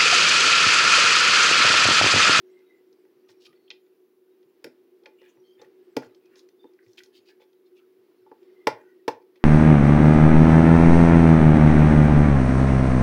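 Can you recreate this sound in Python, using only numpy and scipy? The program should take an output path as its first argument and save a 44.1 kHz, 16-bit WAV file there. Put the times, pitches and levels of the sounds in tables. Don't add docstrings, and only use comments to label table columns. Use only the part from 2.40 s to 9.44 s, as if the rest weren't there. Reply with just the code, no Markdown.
import sys
import numpy as np
from scipy import signal
from scipy.fft import rfft, irfft
from scipy.io import wavfile
from scipy.ndimage import uniform_filter1d

SR = 44100
rng = np.random.default_rng(int(sys.argv[2]) if len(sys.argv) > 2 else 0)


def natural_amplitude(level_db):
    exponent = np.asarray(level_db, float) / 20
    return 10 ** exponent


def unload_wav(signal):
    wavfile.write(
        sys.argv[1],
        SR,
        np.round(np.clip(np.atleast_2d(signal).T, -1, 1) * 32767).astype(np.int16),
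    )


N = 310464
SHOT = int(0.15 * SR)


def level(x, db):
    return x * natural_amplitude(db) / np.sqrt(np.mean(x ** 2))


def decay(t, t60):
    return np.exp(-np.log(1000) * t / t60)


def band(x, hz, width):
    low = np.sqrt(hz ** 2 + width ** 2 / 4) - width / 2
    high = min(low + width, 0.45 * SR)
    return signal.sosfilt(signal.butter(2, [low, high], "band", fs=SR, output="sos"), x)


def coloured(points):
    hz, db = np.transpose(points)
    shape = np.interp(np.log(np.fft.rfftfreq(N, 1 / SR) + 1), np.log(hz), db, right=-150)
    return irfft(rfft(rng.standard_normal(N)) * natural_amplitude(shape), N)


def walk(rate):
    k = int(SR / rate)
    steps = np.repeat(rng.standard_normal(N // k + 1), k)
    x = uniform_filter1d(uniform_filter1d(steps, k), k)[:N]
    return x / x.std()


def curve(points):
    return np.interp(np.arange(N) / SR, *np.transpose(points))


def add(out, s, x):
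    i = int(s * SR)
    out[i:i + len(x)] += x[:N - i]


def even(x, order):
    spectrum = rfft(x)
    return irfft(spectrum / np.sqrt(uniform_filter1d(np.abs(spectrum) ** 2, order) + 1e-12), len(x))


# frequency in Hz, density in dB per Hz.
HISS_SPECTRUM = [(2000, -19), (6000, 0.5), (8300, -6.5), (10500, 4), (13000, 4.5), (15800, 9)]


def hiss():
    return level(coloured(HISS_SPECTRUM), -82)


# time in seconds, gain in dB.
ARM_SHADING = [(0.0, 4), (0.33, -5.5), (0.6, -5), (1.19, -2), (1.5, -9.5), (1.9, -9), (2.69, -0.5),
               (3.5, 0.5), (4.1, 0.5), (4.65, -3.5), (5.78, -5), (6.1, 3.5), (6.47, 2.5), (7.04, -6)]


def standing_waves():
    return curve(ARM_SHADING)


# frequency in Hz, density in dB per Hz.
AIR_SPECTRUM = [(30, -41.5), (80, -41.5), (120, -34), (160, -35), (230, -19.5), (300, -14), (370, 1.5),
                (420, -12), (465, -12), (520, -23.5), (620, -26.5), (1000, -31.5), (2500, -36),
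                (5200, -42.5), (6600, -52), (9000, -53.5)]


def air():
    return level(coloured(AIR_SPECTRUM), -59.5) * natural_amplitude(0.29 * standing_waves() + 1.1 * walk(9.6))


# frequency in Hz, level in dB.
HUM_TONES = [(120.09, -94), (185.38, -87), (239.98, -81), (359.97, -67), (370.75, -62), (479.95, -84)]


def hum():
    beat_s = 0.057
    t = np.arange(N) / SR - beat_s
    swell = 0.45 * standing_waves()
    out = np.zeros(N)
    for hz, db in HUM_TONES:
        loudness = natural_amplitude(db + swell + 1.0 * walk(2.3))
        out += np.sqrt(2) * loudness * np.cos(2 * np.pi * hz * t)
    return out


# band centre in Hz, t60 in seconds, level in dB.
ROOM_BANDS = [(309, 0.3, -13), (890, 0.25, -16.5), (2500, 0.19, -14.5), (5000, 0.18, -18.5),
              (8080, 0.057, -21), (12500, .14, -17)]


def room(x):
    t = np.arange(int(0.5 * SR)) / SR
    tail = np.zeros(len(t))
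    for hz, t60, db in ROOM_BANDS:
        echo = band(rng.standard_normal(len(t)), hz, 2.2 * hz) * decay(t, t60)
        echo *= np.minimum(t / 0.015, 1) ** 2
        tail += natural_amplitude(db) * echo / np.sqrt(np.sum(echo ** 2) * SR / 2 / hz)
    return x + signal.fftconvolve(x, tail)[:N] * natural_amplitude(2.5)


# start in seconds, peak level in dB, frequency in Hz.
DESK_THUMPS = [(0.757, -70, 150), (0.892, -65, 118), (1.089, -65, 151), (2.048, -69.5, 149),
               (2.25, -57, 144), (2.971, -65, 134), (3.186, -66, 114), (3.248, -68, 148),
               (3.564, -38, 134.6), (3.656, -55.5, 116), (3.882, -72, 124), (4.463, -56.5, 113),
               (4.621, -71, 116), (4.783, -74, 112), (5.581, -70, 120), (5.808, -71, 119),
               (6.272, -40.5, 136), (6.32, -48.5, 114), (6.673, -48.5, 142), (6.729, -60, 105.3)]


def thumps():
    out, t = np.zeros(N), np.arange(SHOT) / SR
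    envelope = np.minimum(t / 0.0078, 1) * decay(t, 0.17)
    envelope *= np.cos(np.pi / 2 * t / t[-1])
    for s, db, hz in DESK_THUMPS:
        add(out, s, natural_amplitude(db + 0.5) * envelope * np.sin(2 * np.pi * hz * t))
    return out


def slides(table, grit_db, flutter_hz, flutter_db, patchy_db, skirt_db, size=16384):
    out = np.zeros(N)
    for s, length, hz, width, db in table:
        chance = rng.standard_normal((3, size))
        n = int(length * SR)
        catch = uniform_filter1d(chance[1], int(SR / flutter_hz))
        grit = chance[0] * natural_amplitude(grit_db * np.abs(chance[1]) + flutter_db * catch / catch.std())
        patches = uniform_filter1d(chance[2, :size // 2 + 1], size // 256)
        body = irfft(rfft(grit) * natural_amplitude(patchy_db * patches / patches.std()))
        body = band(band(body, hz, width), hz, 2.0 * width)
        body = level(body[-n:], db)
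        fine = level(np.diff(grit)[-n:], db + skirt_db)
        add(out, s, (body + fine) * np.hanning(n) ** 0.6)
    return out


# time in seconds, activity in dB.
HAND_ACTIVITY = [(0.0, 7), (0.7, 0), (1.05, 13), (1.3, 0), (2.5, -3), (2.9, 3), (3.4, 4.5), (3.75, 7.5),
                 (4.25, -6), (4.63, 6.5), (5.3, -3), (6.0, 4.5), (6.74, 2), (7.04, -6)]


def rustle(count):
    when, pitch, size, span = rng.random((count, 4)).T
    when = when * N / SR
    length = np.minimum(0.03 + 0.074 * span, 0.15)
    hz = 1000 * natural_amplitude(21 * pitch)
    width = 80 + 0.028 * hz
    loud = -87 + np.interp(when, *np.transpose(HAND_ACTIVITY)) + 4 * size - 11 * pitch
    table = np.transpose([when, length, hz, width, loud])
    return slides(table, grit_db=3.0, flutter_hz=80, flutter_db=3.5, patchy_db=5.5, skirt_db=-22.5, size=8192)


# start in seconds, length in seconds, pitch in Hz, level in dB.
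THREAD_SQUEAKS = [(0.07, 0.18, 2075, -72.5), (0.237, 0.19, 2034, -69.5), (0.238, 0.11, 3810, -79),
                  (1.095, 0.15, 4390, -82), (1.217, 0.16, 4380, -75), (2.982, 0.043, 5800, -76),
                  (2.996, 0.16, 4300, -82), (3.006, .17, 5430, -87), (3.015, 0.16, 3180, -69),
                  (3.05, .12, 4720, -83), (3.185, .03, 3550, -67), (3.8, .12, 2510, -78),
                  (4.153, .17, 3600, -72.5), (4.178, 0.083, 4730, -84), (6.06, 0.053, 2080, -74.5),
                  (6.143, 0.12, 2045, -68.5), (6.334, .33, 1930, -73.5), (6.398, 0.16, 1487, -71)]


def squeaks():
    table = [(s, length, hz, 125, db) for s, length, hz, db in THREAD_SQUEAKS]
    return slides(table, grit_db=6.0, flutter_hz=60, flutter_db=-4.5, patchy_db=-2.5, skirt_db=-23)


# start in seconds, length in seconds, centre in Hz, level in dB.
HAND_SCRAPES = [(0.047, .35, 2500, -79), (0.878, 0.056, 3900, -64), (0.994, 0.061, 3800, -63.5),
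                (1.034, 0.051, 3420, -57.5), (1.097, 0.1, 2500, -78), (0.887, 0.032, 1540, -65),
                (2.799, 0.12, 2270, -64), (2.983, 0.19, 4400, -84), (3.165, 0.12, 1760, -64.5),
                (3.568, 0.16, 1660, -68), (3.604, 0.081, 4430, -67), (3.62, 0.0083, 1590, -51.5),
                (3.643, 0.01, 1900, -60), (3.893, 0.12, 1670, -67.5), (3.957, 0.06, 5000, -61),
                (4.419, 0.25, 5000, -76.5), (4.571, 0.15, 11000, -80), (4.571, 0.033, 3200, -50),
                (4.6, 0.03, 2000, -65), (4.634, 0.032, 4130, -70.5), (4.726, 0.081, 3440, -60),
                (4.85, 0.076, 3400, -62.5), (4.997, 0.052, 2940, -65.5), (5.242, 0.059, 3470, -77.5),
                (5.348, 0.06, 3200, -69.5), (5.95, .3, 2500, -82), (6.953, 0.038, 2860, -72),
                (6.985, 0.062, 1400, -68)]
# start in seconds, length in seconds, centre in Hz, level in dB.
WIRE_DRAGS = [(2.77, 0.078, 2550, -66.5), (2.83, 0.12, 3100, -75), (2.875, 0.045, 6250, -73),
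              (4.382, .07, 1870, -71.5), (4.88, .06, 1750, -66), (4.416, 0.05, 5100, -77),
              (5.352, .06, 2690, -70), (5.38, 0.077, 1380, -73.5), (6.304, 0.17, 1700, -66.5)]


def scrapes():
    table = [(s, length, hz, 0.75 * hz, db) for s, length, hz, db in HAND_SCRAPES]
    table += [(s, length, hz, 0.28 * hz, db) for s, length, hz, db in WIRE_DRAGS]
    return slides(table, grit_db=3.5, flutter_hz=220, flutter_db=2.5, patchy_db=3.6, skirt_db=-13.5)


def ring(modes, tilt, scatter_db, dense_db, dense_t60):
    hz, db, t60 = np.transpose(modes)[:, :, None]
    t = np.arange(SHOT) / SR
    sign = (-1) ** np.arange(len(hz))[:, None]
    gain = sign * natural_amplitude(db + tilt(hz) + scatter_db * rng.standard_normal(hz.shape))
    named = np.sum(gain * decay(t, t60) * np.sin(2 * np.pi * hz * t), axis=0)
    f = np.fft.rfftfreq(SHOT, 1 / SR) + 1
    shape = np.interp(np.log(f), np.log(hz[:, 0]), db[:, 0]) + tilt(f)
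    octaves_outside = np.maximum(np.log2(np.maximum(hz[0] / f, f / hz[-1])), 0)
    shape -= 18 * octaves_outside
    dense = even(rng.standard_normal(SHOT) * decay(t, dense_t60), order=9)
    dense = irfft(rfft(dense) * natural_amplitude(shape), SHOT)
    dense *= np.minimum(t / 0.00025, 1) * np.cos(np.pi / 2 * t / t[-1])
    return level(named, 0) + level(dense, dense_db)


def rattle(length, spread_db):
    t = np.arange(SHOT) / SR / max(length, 3e-4)
    size = rng.standard_normal(SHOT) * natural_amplitude(spread_db * rng.exponential(size=SHOT))
    envelope = np.minimum(t / 0.47, 1) ** 2 * np.exp(-t ** 2.4)
    return even(size * envelope, order=9) * np.exp(-(t / 4) ** 4)


def strike(force, body, db):
    x = signal.fftconvolve(force, body)[:SHOT]
    return x * natural_amplitude(db) / np.abs(x).max()


def near(ring_hz, octaves):
    def tilt(hz):
        distance = np.log2(hz / ring_hz)
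        return 7.8 * distance - 9 * np.hypot(1, distance / max(octaves, 0.15))
    return tilt


# frequency in Hz, level in dB, t60 in seconds.
DESK_MODES = [(192, -25.5, 0.092), (251, -13, 0.3), (310.4, -3, 0.19), (412.3, 4, 0.089), (472.5, 13, 0.15),
              (550, 6, 0.15), (623, -9.5, 0.2), (772, -8.5, 0.18), (865, 2.5, 0.19), (901, -0.5, 0.051),
              (1153, -11.5, 0.14)]
# frequency in Hz, level in dB, t60 in seconds.
BOARD_MODES = [(1414, -10, 0.12), (1489, 2, 0.021), (1966, -1, 0.043), (2500, -0.5, 0.017),
               (2235, 3, 0.0057), (2560, -3, 0.0028), (3200, -10, 0.045), (3610, -7, 0.012),
               (3904, -12.5, 0.026), (4230, -8, 0.019), (5380, -3, 0.0063), (5610, -13, 0.0064),
               (5930, -10.5, 0.024), (6260, -16, 0.018), (6700, -18.5, 0.025), (10020, -24, 0.02),
               (11500, -21, .012), (16120, -27.5, .01)]


def touch(out, s, db, ring_hz, length, desk_db, octaves):
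    board = ring(BOARD_MODES, near(ring_hz, octaves), scatter_db=3.0, dense_db=-3.5, dense_t60=0.027)
    desk = ring(DESK_MODES, near(600, 0.6), scatter_db=2.5, dense_db=-3, dense_t60=0.05)
    force = rattle(length, 2.2)
    terminal = strike(force, board, db + 0.23)
    under = band(strike(force, desk, db + desk_db), 650, 3000)
    add(out, s - 0.0012, terminal + under)


# start in seconds, peak level in dB, centre in Hz, spread in octaves.
GLANCING_TICKS = [(0.528, -59, 4670, 0.26), (1.055, -44, 3280, 0.21), (1.066, -44, 3050, 0.52),
                  (1.279, -55, 3120, 0.15), (1.3039, -29.5, 3240, 0.29), (1.311, -32.5, 2900, 0.28),
                  (1.464, -66, 2330, 0.46), (3.857, -57.5, 3780, 0.75), (4.088, -52.5, 3840, 0.8),
                  (4.336, -60, 2780, 0.79), (4.39, -53, 1710, 0.14), (4.483, -61, 5200, .5),
                  (4.533, -53, 5600, 0.5), (4.58, -37, 2730, 0.25), (4.589, -40.5, 2880, 0.7),
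                  (4.604, -44, 1730, 0.24), (4.635, -42, 4230, 0.82)]
# start in seconds, peak level in dB, centre in Hz, level of the desk part in dB.
SCREW_PRESSES = [(0.189, -63.5, 3610, 1), (0.65, -62, 2060, 0.1), (0.889, -52.5, 3150, -6.5),
                 (1.128, -56.5, 1950, -11), (2.028, -62, 2680, -4), (2.634, -60, 2900, 3),
                 (2.658, -36.5, 2060, -9), (2.815, -54, 2460, 4), (2.97, -66, 1880, 9),
                 (3.195, -62.5, 2860, 12), (3.215, -45, 4600, 3), (3.249, -61, 2570, 5),
                 (3.747, -53.5, 3900, -10), (3.956, -51, 4050, -10), (3.991, -49.5, 4380, -20),
                 (4.463, -58.5, 2280, -6), (4.659, -56, 4930, -6), (4.887, -53, 2800, -5),
                 (4.998, -65, 1880, 14), (5.016, -53.5, 2940, 2.5), (5.13, -63.5, 3220, -2),
                 (5.19, -79, 4060, 7), (6.029, -62.5, 3200, -3), (6.957, -54, 2340, -7.5)]


def ticks():
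    out = np.zeros(N)
    for s, db, hz, octaves in GLANCING_TICKS:
        touch(out, s, db, hz, length=0.0023, desk_db=-28, octaves=octaves)
    for s, db, hz, desk_db in SCREW_PRESSES:
        touch(out, s, db, hz, length=0.00395, desk_db=desk_db, octaves=0.48)
    return out


# start in seconds, peak level in dB, clack brightness in dB,
# thump tilt in dB per octave, clack tilt in dB per octave.
BOARD_KNOCKS = [
    (2.242, -36, 14, 11, 2.5),
    (2.266, -39, 1.5, 12.5, -2),
    (3.5658, -17, 5, 6.5, 0),
    (3.619, -43.5, -20, -10, -2),
    (3.632, -43.5, 12.5, 12, -18),
    (4.242, -40.5, -12, 8.5, -3),
    (5.862, -51, 0.5, -24, -21),
    (5.915, -38, -11, 0.5, -6),
    (6.27, -8.5, 6, -6.5, -2),
    (6.679, -14, 2, -4.5, -1.5),
]


def knocks():
    out, t = np.zeros(N), np.arange(SHOT) / SR
    rattle_s = 0.006794
    rebound_s, rebound_db = 0.0073, -12.5
    settle = natural_amplitude(-10 * np.clip((t - 0.0212) / 0.002, 0, 1))
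    touches = [(0.001, 0.2), (0.0022, 1), (0.00214 + 0.4444 * rattle_s, 0.55)]
    blow = sum(size * np.exp(-((t - at) / 0.000087) ** 2) for at, size in touches)
    for s, db, bright_db, thump_db, tilt_db in BOARD_KNOCKS:
        def desk_tilt(hz):
            return thump_db * np.log2(600 / np.maximum(hz, DESK_MODES[0][0]))

        def board_tilt(hz):
            return tilt_db * np.log2(hz / 3000)

        desk = ring(DESK_MODES, desk_tilt, scatter_db=-3.5, dense_db=-4, dense_t60=0.042)
        board = ring(BOARD_MODES, board_tilt, scatter_db=1.0, dense_db=4, dense_t60=0.018)
        slap = strike(blow, desk, db + 1.2)
        shake = rattle(0.4 * rattle_s, 4.0)
        shake += natural_amplitude(rebound_db) * np.roll(rattle(0.36 * rattle_s, 4.0), int(rebound_s * SR))
        clack = strike(shake, board, db - 9.0 + bright_db)
        add(out, s - 0.0014, settle * band(slap, 790, 6000))
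        add(out, s - 0.0006, clack)
    return out


def scene():
    work = rustle(count=260) + squeaks() + scrapes() + ticks() + knocks()
    return (hum() + air() + thumps() + room(work))[None]


def roll_off(x):
    return signal.sosfilt(signal.butter(12, 16510, fs=SR, output="sos"), x)


def record(dry):
    ceiling = 0.8
    rounded = ceiling * np.tanh(dry / ceiling)
    mix = signal.sosfilt(signal.butter(4, 92, "high", fs=SR, output="sos"), rounded) + hiss()
    return roll_off(mix)


dry = scene()
out = record(dry)
unload_wav(out)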